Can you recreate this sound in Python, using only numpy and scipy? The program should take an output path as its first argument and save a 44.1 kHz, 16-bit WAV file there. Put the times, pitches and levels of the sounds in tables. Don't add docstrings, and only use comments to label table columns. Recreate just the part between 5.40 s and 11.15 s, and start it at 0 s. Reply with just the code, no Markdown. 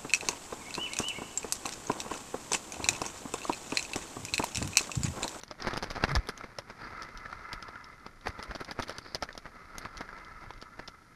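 import sys
import numpy as np
from scipy import signal
from scipy.fft import rfft, irfft, next_fast_len
from scipy.io import wavfile

SR = 44100
rng = np.random.default_rng(int(sys.argv[2]) if len(sys.argv) > 2 else 0)


def log_audio(samples):
    frames = np.atleast_2d(samples).T
    limited = np.clip(frames, -1, 1)
    pcm = np.round(limited * 32767).astype(np.int16)
    wavfile.write(sys.argv[1], SR, pcm)


N = 253575
TIME = np.arange(N) / SR
COARSE_TIME = TIME[::64]
RING_SAMPLES = 2048


def gain_of(db):
    return 10 ** (np.asarray(db) / 20)


def evened(x):
    return x / np.sqrt(np.mean(x ** 2) + 1e-20)


def coloured(x, points):
    hz, db = np.transpose(points)
    size = next_fast_len(len(x))
    freqs = np.fft.rfftfreq(size, 1 / SR)
    curve = gain_of(np.interp(np.log(freqs + 1), np.log(hz), db))
    return evened(irfft(rfft(x, size) * curve, size)[:len(x)])


def level(rows, column):
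    columns = np.transpose(rows)
    return gain_of(np.interp(TIME, columns[0], columns[column]))


def lumps(hz, depth_db):
    slow = signal.sosfiltfilt(signal.butter(1, hz, fs=SR, output="sos"), rng.standard_normal(N))
    return evened(gain_of(depth_db * evened(slow)))


def grains(per_s, spread_db):
    size = gain_of(spread_db * np.minimum(rng.exponential(1, N), 4)) * rng.choice([-1., 1.], N)
    return evened(size * (rng.random(N) < per_s / SR))


# (frequency [Hz], relative level [dB])
HISS_TONE = [(100, 17.5), (300, 12), (2300, -47), (2900, -8), (5500, -4.5), (7000, -8.5), (8000, -16),
             (8600, -10.5), (12000, -11.5)]

def hiss(level_db=-61.5):
    return gain_of(level_db) * coloured(rng.standard_normal(N), HISS_TONE)


# (time [s], level [dB])
WIND_GUSTS = [(0.0, -75), (0.22, -66), (0.43, -50), (0.74, -42), (0.86, -57), (1.15, -65), (1.76, -60),
              (1.98, -55), (2.4, -68), (2.96, -60), (3.65, -68), (4.05, -63), (4.45, -57), (4.56, -57),
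              (5.14, -55.5), (5.75, -74)]

def wind():
    tone = [(12, -52), (25, 17), (60, -3.5), (120, -8.5), (300, -38), (900, -89)]
    rumble = coloured(rng.standard_normal(N), tone)
    return level(WIND_GUSTS, column=1) * rumble * lumps(hz=9, depth_db=3.5)


# (time [s], level [dB], pitch [Hz])
CHEST_THUDS = [(1.74, -44, 35), (2.14, -43.5, 35.8), (2.881, -33, 85), (3.083, -35, 50.4), (4.556, -41, 45),
               (4.924, -45, 33.8), (5.07, -42, 100), (5.145, -45, 33)]

def thuds():
    out = np.zeros(N)
    for start, db, hz in CHEST_THUDS:
        turns = np.clip((TIME - start) * hz, 0, 2)
        out += gain_of(db) * np.sin(2 * np.pi * turns) * np.sin(np.pi * turns / 2)
    return out * lumps(hz=80, depth_db=2.0)


# (time [s], pitch [Hz], level [dB])
MOUNT_SHUDDER = [(0.683, 141, -33), (.70, 127.8, -37), (0.736, 148.7, -28.5), (0.754, 95.6, -36),
                 (0.774, 72, -19), (0.782, 41, -24.5), (0.799, 44.4, -16)]

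def shudder():
    times, hz, db = np.transpose(MOUNT_SHUDDER)
    started = TIME >= times[0]
    turns = np.cumsum(np.interp(TIME, times, hz) * started) / SR
    fade_out = np.clip((times[-1] - TIME) / 0.006, 0, 1)
    loudness = gain_of(np.interp(TIME, times, db)) * started * fade_out
    return -lumps(hz=70, depth_db=2.1) * loudness * np.sin(2 * np.pi * turns)


# (middle time [s], half length [s], crunch [dB], rubbing [dB], swish [dB])
LURCH_SCRAPES = [(0.228, 0.028, -47, -44.5, -69), (0.291, 0.066, -49, -39.5, -54),
                 (0.508, 0.0066, -58, -36, -65), (0.556, 0.008, -51, -45, -48),
                 (0.701, 0.018, -35, -35, -63), (1.442, 0.055, -48, -43, -59),
                 (1.595, 0.079, -44.5, -50.5, -74), (1.847, 0.023, -43.5, -63, -73),
                 (2.88, 0.045, -48.5, -46, -63), (3.002, 0.059, -49, -54, -76),
                 (3.215, 0.016, -48, -40.5, -67), (3.292, 0.013, -45, -43, -58),
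                 (3.433, 0.013, -49, -43.5, -62), (3.5, 0.034, -53, -44, -73),
                 (3.56, 0.046, -52, -50.5, -60), (3.672, 0.053, -58, -50, -55),
                 (4.426, 0.016, -54, -48.5, -56), (4.783, 0.014, -47, -51.5, -71),
                 (5.036, 0.023, -59, -49.5, -76)]

def scrapes(column):
    columns = np.transpose(LURCH_SCRAPES)
    middle, half_length = columns[:2]
    return gain_of(columns[column]) * np.exp(-((COARSE_TIME[:, None] - middle) / half_length) ** 2)


# (frequency [Hz], relative level [dB])
SWISH_TONE = [(2800, -32), (3900, -6), (4800, 5), (5500, -9), (7000, -42)]

def swish():
    swell = np.interp(TIME, COARSE_TIME, np.linalg.norm(scrapes(column=4), axis=1))
    rasp = rng.standard_normal(N) * lumps(hz=90, depth_db=4.3)
    return swell * coloured(rasp, SWISH_TONE)


# (time [s], tyre crunch [dB], harness rubbing [dB])
RIDE_LEVELS = [(0.0, -77.5, -61), (0.21, -68, -59.5), (0.4, -67, -47.5), (0.59, -54, -46.5),
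               (1.04, -60, -53.5), (1.3, -60.5, -59.5), (1.54, -58, -50), (1.68, -52, -52.5),
               (2.1, -46, -54), (2.27, -48, -56.5), (2.64, -55.5, -58.5), (2.87, -68, -63),
               (3.07, -52, -48.5), (3.52, -71, -66), (4.23, -56.5, -56), (4.58, -49.5, -53),
               (4.84, -48.5, -55.5), (5.75, -63, -63.5)]

def ride_loudness(column, jolt_db, rise_s=0.013, fall_s=0.022):
    times, knock_db = np.transpose(MOUNT_KNOCKS)[:2]
    since = COARSE_TIME[:, None] - times
    jolts = gain_of(knock_db + jolt_db) * np.exp(-np.maximum(since / fall_s, -since / rise_s) ** 1.13)
    swells = np.linalg.norm(np.hstack([jolts, scrapes(column + 1)]), axis=1)
    return np.hypot(level(RIDE_LEVELS, column), np.interp(TIME, COARSE_TIME, swells))


# (frequency [Hz], relative level [dB])
RUB_TONE = [(100, 0.5), (250, -0.5), (900, -3.5), (1300, -1), (2200, -4.5), (2900, -20), (4800, -15),
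            (6200, -24), (7000, -33.5), (12000, -37)]

def harness(loose_db=-23):
    drag = 0.73 * grains(per_s=1400, spread_db=4.0) + 0.59 * rng.standard_normal(N)
    snap = coloured(rng.standard_normal(N), SNAP_TONE)
    tick_fade = np.exp(-np.arange(400) / SR / 0.0016)
    loose_ticks = snap * signal.oaconvolve(abs(grains(per_s=19, spread_db=-3)), tick_fade)[:N]
    rubbing = coloured(drag * lumps(hz=94, depth_db=2.4), RUB_TONE)
    return ride_loudness(column=2, jolt_db=-20) * (rubbing + gain_of(loose_db) * evened(loose_ticks))


def housing_note(hz, width, db):
    t = np.arange(RING_SAMPLES) / SR
    return gain_of(db) * width ** 2 * t * np.exp(-np.pi * width * t) * np.sin(2 * np.pi * hz * t)


# (pitch [Hz], width [Hz], relative level [dB])
HOUSING_NOTES = [(995, 120, -8), (1320, 190, 0), (1700, 150, -6.5), (2045, 120, -5), (2610, 140, -22),
                 (5000, 1300, -33)]

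def housing(clicks):
    ring = sum(housing_note(*row) for row in HOUSING_NOTES)
    return signal.oaconvolve(clicks, ring / np.linalg.norm(ring))[:N]


def tyres():
    grit = 0.9 * grains(per_s=300, spread_db=2.8) + rng.standard_normal(N)
    grit *= lumps(hz=22, depth_db=2.8)
    crunch = sum(signal.oaconvolve(grit * lumps(hz=25, depth_db=1.9), housing_note(*row))[:N]
                 for row in HOUSING_NOTES)
    return ride_loudness(column=1, jolt_db=-35) * evened(crunch)


def hits(rows, shape, early_s, housing_db):
    out, clicks = np.zeros(N + RING_SAMPLES), np.zeros(N)
    t = np.arange(RING_SAMPLES) / SR
    for time, db, *settings in rows:
        start = round((time - early_s) * SR)
        span = slice(start, start + RING_SAMPLES)
        out[span] += gain_of(db) * shape(t, span, *settings)
        clicks[start] = gain_of(db)
    return out[:N] + gain_of(housing_db) * housing(clicks)


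# (frequency [Hz], relative level [dB])
SNAP_TONE = [(2300, -5), (3300, 2.5), (4900, 2), (5900, 2), (6900, -11.5), (7500, -9.5), (8000, -73)]
SHEEN_TONE = [(7900, -15), (8600, 5), (11500, 1)]
# (time [s], relative level [dB], pitch [Hz], relative sheen [dB])
PLASTIC_TICKS = [(0.013, -41.5, 4370, -23), (0.0351, -32.5, 5960, -16.5), (0.08, -42, 4460, -29),
                 (0.1113, -32, 4870, -38), (0.2035, -41, 4400, -29), (0.2223, -28.5, 5210, -29),
                 (0.2712, -31.5, 4800, -25), (0.2747, -33.5, 3860, -19), (0.3373, -28, 3640, -26),
                 (0.371, -28.5, 5260, -20), (0.3766, -26.5, 4960, -24), (0.4258, -31, 4700, -20),
                 (0.4304, -30, 5030, -40), (0.4362, -33, 4530, -25), (0.4416, -37, 5420, -18.5),
                 (0.5034, -29.5, 4900, -25), (0.5088, -35, 4730, -23), (0.5157, -34, 4750, -22),
                 (0.5599, -37, 4960, -28), (0.6392, -22.5, 4670, -44), (0.6925, -34.5, 4960, -25),
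                 (0.7165, -40, 4800, -11), (0.7527, -19.5, 5130, -23), (0.7593, -25, 5080, -29),
                 (0.872, -37.5, 3500, -17), (0.889, -26.5, 4870, -15.5), (0.8991, -38, 5000, -29),
                 (0.977, -35, 6450, -19), (1.1863, -25, 5350, -23), (1.3012, -43, 5130, -30),
                 (1.6227, -35, 5310, -25), (1.6317, -37.5, 5100, -23), (1.7744, -34, 5270, -27),
                 (1.9274, -46, 4250, -35), (2.1309, -27, 4820, -20.5), (2.2262, -33, 5100, -27),
                 (2.2841, -41, 4900, -27), (2.4432, -37, 5170, -29), (2.6659, -41.5, 5060, -30),
                 (2.812, -49, 3800, -25), (2.8706, -47, 4350, -36), (2.8818, -32.5, 4900, -16.5),
                 (2.992, -45, 3420, -32), (3.0274, -31.5, 5050, -25), (3.0359, -37, 4700, -15),
                 (3.1502, -34, 4800, -35), (3.1543, -36.5, 4700, -23), (3.1595, -40, 4740, -22),
                 (3.2078, -38, 4100, -14), (3.2471, -32.5, 5120, -23.5), (3.3114, -31, 4930, -21),
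                 (3.3194, -39, 4930, -21), (3.399, -35, 5730, -14), (3.4225, -38, 3900, -23),
                 (3.4246, -28.5, 3500, -32), (3.431, -33, 4560, -20), (3.4372, -42, 5300, -18),
                 (3.4838, -34, 4740, -18), (3.4956, -31, 5200, -22), (3.5064, -39, 4620, -23),
                 (3.525, -39.5, 4200, -30), (3.5837, -28.5, 4650, -20.5), (3.7477, -21, 5050, -23.5),
                 (3.7532, -30.5, 4830, -41), (3.8248, -26.5, 5070, -21.5), (3.8306, -41, 4660, -30),
                 (3.8343, -31, 5100, -26), (3.9287, -38.5, 3720, -29), (3.9509, -44, 4430, -24),
                 (3.9776, -30, 5280, -22.5), (4.3829, -29, 6370, -12.5), (4.5712, -35.5, 4440, -26),
                 (4.5778, -38, 6000, -21), (4.6087, -36, 5100, -26), (4.848, -43, 3220, -30),
                 (5.1064, -42, 3320, -31), (5.137, -45, 4580, -30), (5.177, -47, 4600, -30),
                 (5.2158, -38.5, 5200, -33), (5.2243, -37, 4500, -25), (5.4772, -35, 5110, -37),
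                 (5.4809, -35, 3470, -24)]

def ticks():
    snap = coloured(rng.standard_normal(N + RING_SAMPLES), SNAP_TONE)
    sheen = coloured(rng.standard_normal(N + RING_SAMPLES), SHEEN_TONE)

    def tick(t, span, hz, sheen_db):
        rise = 1 - np.exp(-(t / 0.0004) ** 2)
        ring = np.sin(2 * np.pi * hz * t) * np.exp(-t / 0.001)
        fade = gain_of(-4.0) * np.exp(-t / 0.0014) + gain_of(-22.5) * np.exp(-(t / 0.016) ** 2)
        noise = snap[span] + gain_of(sheen_db + 11.5) * sheen[span]
        return rise * (gain_of(3.5) * ring + fade * noise)
    return hits(PLASTIC_TICKS, tick, early_s=0.00047, housing_db=4.5)


# (time [s], relative level [dB], pitch [Hz], fade time [ms])
MOUNT_KNOCKS = [(0.0353, -38, 367, 0.35), (0.112, -32.5, 780, 0.89), (0.1151, -40, 610, 7.3),
                (0.2022, -28.5, 1240, 0.46), (0.271, -20.5, 398, 0.26), (0.2769, -20.5, 730, 0.55),
                (0.2797, -30, 900, 0.26), (0.2827, -26, 900, 0.53), (0.285, -25, 900, 0.54),
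                (0.333, -27.5, 594, 0.29), (0.341, -27.5, 900, 0.4), (0.362, -27, 900, 0.57),
                (0.3707, -29, 570, 0.21), (0.3767, -26, 470, 0.32), (0.4259, -25, 1020, 0.23),
                (0.4315, -28.5, 880, 2.7), (0.4426, -28, 634, 0.41), (0.554, -27.5, 910, 0.6),
                (0.5618, -28, 710, 0.52), (0.5694, -27, 825, 1.1), (0.579, -29, 563, 0.86),
                (0.626, -26.5, 330, 1.2), (0.629, -39, 380, 5.2), (0.6389, -13.5, 844, 1.4),
                (0.639, -24.5, 2730, 1.8), (0.7155, -21.5, 1050, 0.92), (0.7521, -19.5, 765, 1.4),
                (0.7583, -24.5, 1720, 4.6), (0.7657, -21.5, 920, 1.2), (0.8883, -29.5, 448, 0.95),
                (0.8908, -25, 1140, 0.76), (0.8942, -30.5, 1660, 2.5), (1.01, -32.5, 1340, 4.1),
                (1.038, -36, 2100, 3.7), (1.0422, -31, 935, 0.61), (1.1863, -31, 560, 5.4),
                (1.1946, -40, 560, 2.4), (1.2994, -30, 1370, 0.17), (1.307, -36, 1690, 0.3),
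                (1.8586, -34, 1710, 4.8), (1.9276, -28.5, 1380, 3.9), (2.1359, -26.5, 1260, 0.19),
                (2.224, -37, 1400, 1.1), (2.289, -32.5, 910, 1), (2.357, -36, 1410, 4.8),
                (2.6645, -29.5, 960, 0.81), (2.8709, -20.5, 840, 2.1), (2.871, -29, 2130, 1.5),
                (2.9917, -29, 1070, 0.45), (2.9966, -38, 865, 3), (3.027, -31.5, 1440, 0.58),
                (3.1105, -25.5, 1280, 0.5), (3.1501, -37, 646, 6.5), (3.159, -27.5, 860, 0.86),
                (3.2129, -34.5, 372, 5.1), (3.312, -31, 850, 2.4), (3.316, -34.5, 1720, 4.6),
                (3.3906, -23, 800, 0.51), (3.3983, -24, 770, 0.48), (3.4024, -28, 700, 0.62),
                (3.4955, -32, 534, 2.6), (3.508, -33.5, 626, 3.3), (3.587, -34.5, 1490, 1.9),
                (3.7469, -29, 750, 0.14), (3.755, -31.5, 620, 3.1), (3.8249, -26.5, 725, 2.6),
                (3.8288, -25.5, 1370, 0.62), (3.8368, -34, 1320, 2.2), (3.8898, -33, 1800, 2),
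                (3.906, -38, 1510, 2.3), (3.9527, -38, 665, 1.6), (3.9769, -33.5, 1200, 0.33),
                (4.056, -33.5, 930, 0.4), (4.064, -31, 1080, 0.63), (4.354, -36, 1360, 1.1),
                (4.3818, -35.5, 750, 0.18), (4.4513, -25.5, 1530, 0.34), (4.4576, -33, 1080, 1.2),
                (4.6083, -28.5, 770, 0.41), (4.6125, -29, 755, 0.82), (4.69, -36.5, 1640, 4),
                (4.729, -40, 1350, 6.7), (4.779, -40.5, 1320, 2.5), (5.04, -42, 810, 3.4),
                (5.106, -32.5, 979, 3), (5.2258, -35.5, 420, 0.82), (5.3927, -29.5, 1360, 0.16),
                (5.397, -31.5, 1380, 1.1), (5.4848, -36.5, 660, 0.14)]

def knocks():
    scuff = coloured(rng.standard_normal(N + RING_SAMPLES), RUB_TONE)

    def knock(t, span, hz, fade_ms):
        dullness = np.clip(1.6 - hz / 1100, 0, 1) * np.exp(-fade_ms / 1.06)
        push = -np.exp(-((t - 0.0005) / 0.00015) ** 2)
        spring_back = 0.16 * t / 0.00093 * np.exp(1 - t / 0.0014)
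        ring = -np.sin(2 * np.pi * hz * t) * np.exp(-1000 * t / fade_ms) * (1 - np.exp(-t / 0.00023))
        tail = scuff[span] * np.exp(-(t / 0.0057) ** 2) * (1 - np.exp(-t / 0.000071))
        thump = gain_of(8.5) * dullness * (push + spring_back)
        return thump + gain_of(2.5) * ring + gain_of(-7.5 - 8.3 * dullness) * tail
    return hits(MOUNT_KNOCKS, knock, early_s=0.00039, housing_db=-4.0)


def scene():
    return (hiss() + knocks() + ticks() + tyres() + harness() + swish() + wind() + shudder()
            + thuds())[None]


def record(dry, cutoff_hz=12350):
    lowpass = signal.firwin(511, cutoff_hz, window=("kaiser", 9), fs=SR)
    return signal.oaconvolve(dry, lowpass[None], "same")


dry = scene()
out = record(dry)
log_audio(out)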